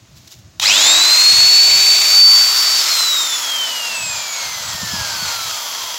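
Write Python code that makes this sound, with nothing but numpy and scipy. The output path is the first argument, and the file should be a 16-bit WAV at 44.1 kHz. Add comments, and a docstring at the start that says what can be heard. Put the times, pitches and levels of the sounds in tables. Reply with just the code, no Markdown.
"""Gloves rustle in a workshop while a hand rumbles on the microphone, in grainy noise and soft bass noise.
Then the trigger of an old corded drill snaps, a short noise burst that also rings the shell. The gears strain
as the motor runs up, and the twelve-bladed fan whines in sine tones over a noisy rush of air and brush hiss.
The drill is turned over, which changes the colour of the air, then released: it coasts down with rattling
gears, made of single tooth knocks. Grip bumps and handling rumble go on to the end."""
import sys
import numpy as np
from scipy import signal
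from scipy.fft import rfft, irfft, next_fast_len
from scipy.io import wavfile
from scipy.ndimage import uniform_filter1d, minimum_filter1d, map_coordinates

SR = 44100
rng = np.random.default_rng(int(sys.argv[2]) if len(sys.argv) > 2 else 0)


def log_audio(samples):
    """Write samples as a 16-bit WAV file to the path given in sys.argv[1]."""
    # one column per channel
    frames = np.atleast_2d(samples).T
    # limit to full scale, then quantise
    limited = np.clip(frames, -1, 1)
    pcm = np.round(limited * 32767).astype(np.int16)
    wavfile.write(sys.argv[1], SR, pcm)


N = 263894
TIME = np.arange(N) / SR  # seconds
BLADES, TEETH, BARS = 12, 14, 24  # fan blades, pinion teeth, commutator bars
POWER_ON, BREAKAWAY, POWER_OFF = 0.599, 0.6224, 2.784  # switch closes, rotor breaks free, switch opens (s)
FULL_SPEED = 380  # turns per second

# The motor, in turns per second gained or lost each second:
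# pull at standstill, bearing friction, fan drag at full speed.
STALL_PULL, FRICTION, FAN_DRAG = 8987, 48.97, 141.93
PULL_FADE = 98.98  # rise in turns per second over which the pull falls to 1/e
CREEP = 70  # turns per second while the gears take up their slack


def shaft_rate():
    """Turns per second: pull fades with speed until it balances friction and fan drag, which then brake."""
    rate, step = np.linspace(0, 400, 40001, retstep=True)
    drag = FRICTION + FAN_DRAG * (rate / FULL_SPEED) ** 2
    pull = STALL_PULL * np.exp(-rate / PULL_FADE)
    gain = np.maximum(pull - drag, 1e-3)
    rising = np.interp(TIME, BREAKAWAY + np.cumsum(step / gain), rate)
    # seconds of coasting left at each rate, so the fall starts from the speed at release
    to_rest = np.cumsum(step / drag)
    rate_at_release = np.interp(POWER_OFF, TIME, rising)
    stop = POWER_OFF + np.interp(rate_at_release, rate, to_rest)
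    falling = np.interp(stop - TIME, to_rest, rate)
    return np.where(TIME < POWER_OFF, np.maximum(rising, CREEP), falling) * (TIME > POWER_ON)


def surge(peak_s, sharp):
    """Strain of the run-up: rises to 1 at peak_s after the switch closes, then dies away."""
    age = np.maximum(TIME - POWER_ON, 0) / peak_s
    return (age * np.exp(1 - age)) ** sharp


def torque_throb(depth):
    """Torque pulses twice per mains cycle, hardest while the starting current flows."""
    age = np.maximum(TIME - POWER_ON, 0)
    current = (0.036 + np.exp(-age / 0.25)) * (TIME < POWER_OFF)
    mains = 2 * np.pi * 50 * age  # 50 Hz mains
    throb = depth * current
    pulses = 1 + throb * (np.cos(2 * mains) + 0.31 * np.cos(mains))
    return pulses / np.sqrt(1 + throb ** 2 / 2)


# How far the drill is turned over. Each row: time in seconds, share of the top side facing the microphone.
TURN_OVER = [(2.05, 0), (2.3, 0.91)]


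def top_facing():
    """Share of the drill's top side that faces the microphone."""
    return curve(TURN_OVER)


RIPPLE_HZ, RIPPLE_DB = 170.4, 1.95  # spacing of the random points along frequency, and their spread


def standing_waves(hz):
    """Standing waves make a gliding tone rise and fall randomly (dB) as its frequency moves."""
    place = hz / RIPPLE_HZ
    return RIPPLE_DB * map_coordinates(rng.standard_normal(512), [place], mode='mirror')


# The blade tone swells and fades as the vents turn.
# Each row: time in seconds, level in dB before a small lift, ripple and wobble.
BLADE_TONE = [(0.64, -42), (0.71, -15.5), (0.77, -25), (0.86, -16), (1.12, -11), (1.55, -8.5), (1.93, -13),
              (2.1, -13), (2.23, -2.5), (2.55, -16), (2.8, -16.5), (2.85, -34.9), (2.92, -18.5),
              (3.18, -18), (3.28, -29.5), (3.34, -23), (3.39, -35), (3.5, -23), (3.62, -21), (3.7, -27.5),
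              (3.78, -25), (4.7, -42), (5.04, -33.5), (5.98, -43)]
# Overtones of the blade tone, from the 2nd up.
# Each row: dB at full speed, dB lost toward standstill, dB gained in the run-up.
BLADE_OVERTONES = [(4.5, 26, 13), (-1.5, 0.5, -6), (-7, 8.5, 3), (-13, 6, 6)]
# How well the vents radiate the overtones. Each row: frequency in Hz, gain in dB.
VENT_RADIATION = [(2000, -38), (3300, -42), (4200, -30), (5100, -28), (5700, -43), (6500, -31), (7500, -26),
                  (8100, -37), (9200, -45), (10300, -36), (11100, -39), (12400, -33.5), (13300, -39),
                  (15500, -36)]


def fan(turns, speed):
    """Blades chop the air into a whine; the shaft flutters, most around the start."""
    flutter = 0.077 + 0.49 * np.exp(-np.abs(TIME - POWER_ON) / 0.27)
    phase = 2 * np.pi * BLADES * turns + flutter * wobble(70)
    blade_hz = BLADES * FULL_SPEED * speed
    gliding = np.sqrt(1 - speed)
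    whine_db = curve(BLADE_TONE) + 0.34 + gliding * standing_waves(blade_hz) + 0.74 * wobble(35)
    tones = amp(whine_db) * np.sin(phase)
    for k, (full_db, slow_db, strain_db) in enumerate(BLADE_OVERTONES, 2):
        db = np.interp(k * blade_hz, *np.transpose(VENT_RADIATION))
        db += gliding * standing_waves(k * blade_hz)
        db += full_db - slow_db * (1 - speed) + strain_db * surge(peak_s=0.29, sharp=5.0)
        db += 2.7 * wobble(9) + 0.94 * wobble(35)
        audible = k * blade_hz < SR / 2
        tones += amp(db) * np.sin(k * phase) * audible
    return np.sqrt(2) * tones


def gear_tone(turns, running_db, jerk_db, settling_db, octave_db):
    """The pinion sings at its tooth rate: strong at the first jerk, shaken by the torque pulses."""
    driven = np.clip((POWER_OFF - TIME) / 0.25 + 1, 0, 1) * (TIME > POWER_ON)
    mesh = amp(running_db + 1.6 * wobble(5.4)) * driven
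    mesh += amp(jerk_db) * surge(peak_s=0.125, sharp=3.5)
    mesh += amp(settling_db) * surge(peak_s=0.29, sharp=3.5)
    octave = amp(octave_db) * surge(peak_s=0.073, sharp=11.6)
    phase = 2 * np.pi * TEETH * turns + 0.44 * wobble(160)
    return np.sqrt(2) * torque_throb(depth=2.2) * (mesh * np.sin(phase) + octave * np.sin(2 * phase))


def armature(turns, speed, hum_db, strain_db):
    """The rotor's imbalance hums once per turn, more in the run-up and less with the top facing."""
    db = hum_db + strain_db * surge(peak_s=0.18, sharp=1.5) - 5.5 * top_facing() + 1.8 * wobble(10)
    return amp(db) * speed ** 1.2 * np.sin(2 * np.pi * turns)


# The drill drifts nearer and farther. Each row: time in seconds, change of the running noise in dB.
DISTANCE = [(2.6, 0), (2.9, 1.4), (3.3, -0.34), (4.2, -1), (4.7, 0.5), (5.2, 1.5), (5.98, -0.1)]


def layer_db(layer, speed, steepness, strain):
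    """A noise layer grows with speed and strain, and changes as the drill is rolled and moved."""
    crawl_db, full_db, strain_db, top_db = layer
    db = crawl_db + (full_db - crawl_db) * speed ** steepness
    return db + strain_db * strain + top_db * top_facing() + curve(DISTANCE)


# Colour of the air with the drill's side toward the microphone. Each row: frequency in Hz, relative dB.
SIDE_AIR = [(60, -43), (250, -19.5), (480, -14), (650, -6.5), (1000, -5), (1950, -5.5), (2500, 1),
            (3100, -8), (3900, 2.5), (6000, -2.5), (7400, 1), (8600, -18.5), (10500, -39)]
# Colour of the air with its top toward the microphone. Each row: frequency in Hz, relative dB.
TOP_AIR = [(100, -43), (480, -13), (750, -7.5), (1300, 3.5), (1700, -5), (2050, 0.5), (2650, -2), (4150, 3),
           (4800, 3), (5300, 8.5), (6100, 1.5), (7400, 3.5), (8600, -14), (10500, -39)]
# Colour of the gear rattle. 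Each row: frequency in Hz, relative dB.
GEAR_COLOUR = [(60, -25.5), (400, -19), (650, -3), (820, -8.5), (930, 2), (1080, -5.5), (1380, -1),
               (1850, -3.5), (2700, -1.5), (4300, 1.5), (5400, -2.5), (7400, -0.5), (8500, -16),
               (10500, -50)]
# The bright rush and the low roar of the running noise, before small trims where they are played.
# Each is one row: dB at a crawl, dB at full speed, dB gained in the run-up, dB gained with the top facing.
AIR_RUSH = (-26.5, -18, 9.5, -2.5)
LOW_ROAR = (-35.5, -31, 8, .5)
# gear share of the noise at a crawl and at full speed, before strain; share of full speed where air takes over
RATTLE_SLOW, RATTLE_FAST, AIR_TAKES_OVER = 0.93, 0.15, 0.72


def running_noise(turns, speed):
    """Air rushes from the vents at speed; as the drill slows, the rattle in the gearbox is left."""
    rush_db = layer_db(AIR_RUSH, speed, steepness=2.5, strain=surge(peak_s=0.072, sharp=0.32))
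    roar_db = layer_db(LOW_ROAR, speed, steepness=1.13, strain=surge(peak_s=0.14, sharp=0.63))
    roar_db -= 7 * np.exp(-np.abs(TIME - POWER_ON) / 0.018)  # softer right around the switch-on
    air = blend(amp(3.0) * noise(SIDE_AIR), amp(3.5) * noise(TOP_AIR), top_facing())

    knocks = contacts(turns, count=TEETH, wear=0.22, scatter_db=4.0)
    knocks = blend(knocks, rng.standard_normal(N), share=0.52)
    ringing = shell(contacts(turns, count=TEETH, wear=0.31, scatter_db=1.0))
    gears = amp(1.5) * blend(colour(knocks, GEAR_COLOUR), ringing, share=0.089 + 0.45 * (1 - speed))
    gears *= amp(0.4 * wobble(45) + 0.84 * wobble(10))

    rattle = RATTLE_FAST + (RATTLE_SLOW - RATTLE_FAST) / (1 + (speed / AIR_TAKES_OVER) ** 15)
    # under strain the teeth stay pressed together and rattle less
    rattle *= 1 - 0.55 * surge(peak_s=0.11, sharp=0.3)
    mix = drifting(blend(air, gears, rattle), depth_db=0.94) * torque_throb(depth=0.18)
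    mix *= amp(0.73 * wobble(220))
    # the low roar spreads evenly, while the treble beams from the vents
    low = filtered(mix, lambda hz: 1 / (1 + (hz / 1700) ** 6))
    rush = amp(rush_db + 0.3 * wobble(25.3)) * (mix - low)
    return rush + amp(roar_db - 1.1) * unit(low)


WHEEL_HZ, WHEEL_WIDTH_HZ = 3254, 290  # ring of the big gear wheel, and the width of its resonance


def gear_wheel(turns, speed, crawl_db, jerk_db):
    """At low speed the backlash keeps the big gear wheel ringing unevenly, hardest at the first jerk."""
    def resonance(f):
        width = 1j * f * WHEEL_WIDTH_HZ
        return (width / (WHEEL_HZ ** 2 - f * f + width)) ** 2

    knocks = contacts(turns, count=TEETH, wear=0.17, scatter_db=0.5) * amp(1.8 * wobble(90))
    ring = unit(filtered(knocks, resonance))
    db = crawl_db + jerk_db * surge(peak_s=0.031, sharp=1.7)
    return amp(db) * np.exp(-(speed / 0.36) ** 3) * ring


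# Colour of the brush noise. Each row: frequency in Hz, relative dB.
BRUSH_COLOUR = [(7000, -14), (8600, -9), (9500, -4.5), (11000, 0.5), (12100, -1), (13000, -0.5),
                (15800, -2)]
# The hiss is beamed, so it changes with the aim of the drill.
# Each row: time in seconds, level in dB before a fixed lift of 1.6 dB and the torque throb.
BRUSH_HISS = [(0.62, -33), (0.77, -30.5), (1.56, -30), (2.11, -28), (2.23, -28), (2.98, -29), (3.29, -35),
              (3.34, -34), (3.6, -36), (4.1, -40.5), (5.5, -34.5), (5.98, -36.5)]


def brushes(turns):
    """Carbon brushes hiss under power; coasting, they tick over the same commutator bars each turn."""
    ticks = contacts(turns, count=BARS, wear=1.3, scatter_db=2)
    coasting = np.clip((TIME - POWER_OFF) / 1.2, 0, 1)
    scrape = blend(rng.standard_normal(N), ticks, share=0.052 + 0.5 * coasting)
    scrape = drifting(colour(scrape, BRUSH_COLOUR), depth_db=1.0)
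    scrape *= amp(wobble(400) + 0.62 * wobble(30))
    return amp(curve(BRUSH_HISS) + 1.6) * unit(scrape) * torque_throb(depth=0.2)


# The switch closing. Each row: start in seconds, level in dB of the snap before its envelope.
SWITCH_CLOSING = [(0.5978, -15.5)]
# Colour of the snap. Each row: frequency in Hz, relative dB.
SNAP_COLOUR = [(300, -30), (1000, -13), (2200, -9), (3600, 3), (5000, -5), (6500, -2), (9000, -22),
               (15800, -18)]


def trigger():
    """The switch snaps shut and the shell rings briefly."""
    out = np.zeros(N)
    for start, db in SWITCH_CLOSING:
        age = np.maximum(TIME - start, 0)
        snap = blend(shell(rng.standard_normal(N)), noise(SNAP_COLOUR), share=0.91)
        envelope = np.exp(-(age / 0.0037) ** 4) + 0.4 * amp(-60 * age / 0.13)
        out += (TIME > start) * amp(db) * snap * envelope
    return out


# Glove rubs. Each row: middle in seconds, level in dB, spread to either side in seconds.
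GLOVE_RUBS = [(0.177, -47, 0.0091), (0.252, -51.5, 0.084), (0.279, -38, 0.003), (0.326, -40, 0.014),
              (0.38, -53, .018)]


def gloves():
    """Coated gloves slide on the housing: grainy noise under bell-shaped swells."""
    rubs = sum(amp(db) * np.exp(-0.5 * ((TIME - s) / spread) ** 2) for s, db, spread in GLOVE_RUBS)
    grain = amp(2.5 * wobble(700))
    rustle = noise([(400, -19), (2000, -7.5), (3800, 2.0), (7200, 1), (8800, -15), (12000, -9.5), (15800, -9)])
    return rubs * unit(grain * rustle)


# The hand slides on the microphone's body.
# Each row: start in seconds, length in seconds, level in dB before a cut of 2 dB.
HAND_SLIDES = [(0.009, 0.043, -50), (0.077, 0.18, -45.5), (0.357, 0.12, -42.5), (0.526, 0.2, -44),
               (0.801, 0.17, -46), (1.246, 0.036, -42), (1.306, 0.17, -39), (1.703, 0.12, -44),
               (3.993, 0.17, -43), (4.164, 0.041, -44), (4.431, 0.092, -45), (4.608, 0.66, -37.5),
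               (5.311, 0.23, -47), (5.822, 0.048, -44.5)]
# Grip shifts. Each row: start in seconds, level in dB before the thump's rise and decay.
GRIP_BUMPS = [(1.33, -25), (1.426, -30), (1.722, -26), (4.063, -22), (4.603, -32), (4.83, -12),
              (4.934, -12), (5.01, -14.5), (5.223, -18)]
# Bass colour of the hand's rumble. Each row: frequency in Hz, relative dB.
HAND_COLOUR = [(15, -52), (25, -26), (64, -1), (103, 3), (157, -3), (287, -17), (330, -10.5), (430, -61),
               (730, -120)]
HOLD_DB = -69  # rumble of the hand at rest


def handling():
    """The grip on the microphone rumbles and bumps, all in the bass."""
    slides = sum(amp(db) * np.exp(-(np.abs(TIME - start - length / 2) / (0.54 * length)) ** 3)
                 for start, length, db in HAND_SLIDES)
    rumble = (amp(HOLD_DB) + amp(-2.0) * slides) * amp(2.4 * wobble(28)) * noise(HAND_COLOUR)
    pitches = 135 * np.exp(rng.normal(0, 0.47, len(GRIP_BUMPS)))  # Hz, scattered by chance
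    for (start, db), hz in zip(GRIP_BUMPS, pitches):
        age = np.maximum(TIME - start, 0)
        envelope = amp(db - 60 * age / 0.038) * (1 - np.exp(-age / 0.004))
        rumble += envelope * np.sin(2 * np.pi * hz * age)
    return rumble


def workshop(x, t60):
    """A short diffuse answer from floor and walls: noise that falls 60 dB in t60 seconds."""
    t = np.arange(SR // 2) / SR
    tail = rng.standard_normal(len(t)) * amp(-60 * t / t60) * (t > 0.005)
    return signal.fftconvolve(x, tail / np.linalg.norm(tail))[:N]


# Colour of the quiet workshop. Each row: frequency in Hz, relative dB.
ROOM_COLOUR = [(120, -29), (200, -5.5), (328, -0.5), (455, -9.5), (644, -3.5), (746, -8), (946, -7),
               (1930, -10.5), (2730, -10), (6940, -8.5), (8640, -23), (15800, -25)]


def background(level_db):
    """The workshop's own steady noise."""
    return amp(level_db) * noise(ROOM_COLOUR)


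# Resonances of the cast metal shell. Each row: frequency in Hz, width in Hz, relative dB.
SHELL_MODES = [(927, 280, -2), (2110, 45, -5), (3287, 57, 8.5), (4350, 160, 7.5), (5030, 390, 5),
               (5470, 17, 11), (5830, 230, 3.5), (6440, 190, 4), (7180, 190, -6), (7600, 33, -9),
               (10570, 140, -13), (11900, 340, -17)]


def shell(x):
    """Ring the housing's resonances, with alternating sign, to rms 1."""
    def response(f):
        total = 0
        for k, (centre, width, db) in enumerate(SHELL_MODES):
            damping = 1j * f * width
            total = total + (-1) ** k * amp(db) * damping / (centre * centre - f * f + damping)
        return total

    return unit(filtered(x, response))


def contacts(turns, count, wear, scatter_db):
    """Count contacts a turn, each pushing or pulling by chance; uneven wear repeats a pattern each turn."""
    number = np.arange(1, int(turns[-1] * count))
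    at = np.clip(np.interp(number / count, turns, np.arange(N)), 8, N - 10)  # position in samples
    worn = rng.standard_normal(count)
    pattern = wear * unit(worn - worn.mean())[number % count]
    chance = rng.standard_normal((len(number), 2))
    size = pattern + np.sign(chance[:, 0]) * amp(scatter_db * chance[:, 1])
    # a short windowed sinc places each knock between samples
    taps = at.astype(int)[:, None] + np.arange(-7, 9)
    offset = taps - at[:, None]
    knocks = size[:, None] * np.sinc(offset) * np.sinc(offset / 8)
    train = np.bincount(taps.ravel(), knocks.ravel(), N)
    # even out the loudness over 0.2 s
    return train / np.sqrt(np.abs(uniform_filter1d(train ** 2, SR // 5)) + 1e-4)


def drifting(x, depth_db):
    """The colour shifts in patches as the hand-held drill moves above the floor."""
    z = signal.stft(x, nperseg=512)[2]
    field = uniform_filter1d(rng.standard_normal(z.shape), size=4, axis=0)
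    field = uniform_filter1d(field, size=70, axis=1)
    return signal.istft(z * amp(depth_db * unit(field)), nperseg=512)[1][:N]


def amp(db):
    """Decibels to gain."""
    return 10 ** (np.asarray(db) / 20)


def unit(x):
    """Scale to rms 1."""
    return x / np.sqrt(np.mean(x ** 2) + 1e-20)


def curve(rows):
    """One value per sample, drawn in straight lines through rows of time and value."""
    return np.interp(TIME, *np.transpose(rows))


def wobble(rate):
    """A smooth random curve, rate knots a second."""
    return map_coordinates(rng.standard_normal(int(N * rate / SR) + 4), [TIME * rate])


def filtered(x, response):
    """x times a response of frequency."""
    m = next_fast_len(N + SR // 2)
    return irfft(rfft(x, m) * response(np.fft.rfftfreq(m, 1 / SR)), m)[..., :N]


def colour(x, points):
    """Shape x by (Hz, dB) points on a log axis, to rms 1."""
    f, db = np.transpose(points)
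    return unit(filtered(x, lambda hz: amp(np.interp(np.log(hz + 1), np.log(f), db))))


def noise(points):
    """Fresh coloured noise of rms 1."""
    return colour(rng.standard_normal(N), points)


def blend(a, b, share):
    """Equal-power fade from a to b."""
    share = np.clip(share, 0, 1)
    return np.sqrt(1 - share) * a + np.sqrt(share) * b


def limiter(x, ceiling, size):
    """The gain dips just enough to hold every peak under the ceiling, smoothed over size samples."""
    needed = np.minimum(1, ceiling / (np.abs(x).max(axis=0) + 1e-9))
    return x * uniform_filter1d(minimum_filter1d(needed, size), size)


def scene():
    """Every part of the drill follows the one shaft; both channels carry the same sound."""
    rate = shaft_rate()
    turns, speed = np.cumsum(rate) / SR, rate / rate.max()
    spinning = np.clip((TIME - 0.606) / 0.021, 0, 1)  # fade-in of the moving parts
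    tones = fan(turns, speed)
    tones += gear_tone(turns, running_db=-36, jerk_db=-19, settling_db=-23.5, octave_db=-11)
    tones += armature(turns, speed, hum_db=-43.5, strain_db=7)
    rasp = running_noise(turns, speed) + brushes(turns)
    rasp += gear_wheel(turns, speed, crawl_db=-32.0, jerk_db=15.5)
    drill = spinning * (tones + rasp) + trigger() + gloves()
    mono = drill + amp(-16.5) * workshop(drill, t60=0.49) + handling() + background(level_db=-52.0)
    return np.array([mono, mono])


TOP_HZ = 15820  # band limit


def record(dry):
    """A fast limiter holds the peaks; the deepest bass and all above the band limit are cut."""
    held = limiter(dry, ceiling=0.89, size=88)
    return filtered(held, lambda hz: (hz < TOP_HZ) / (1 + (42 / (hz + 1)) ** 5))


dry = scene()
out = record(dry)
log_audio(out)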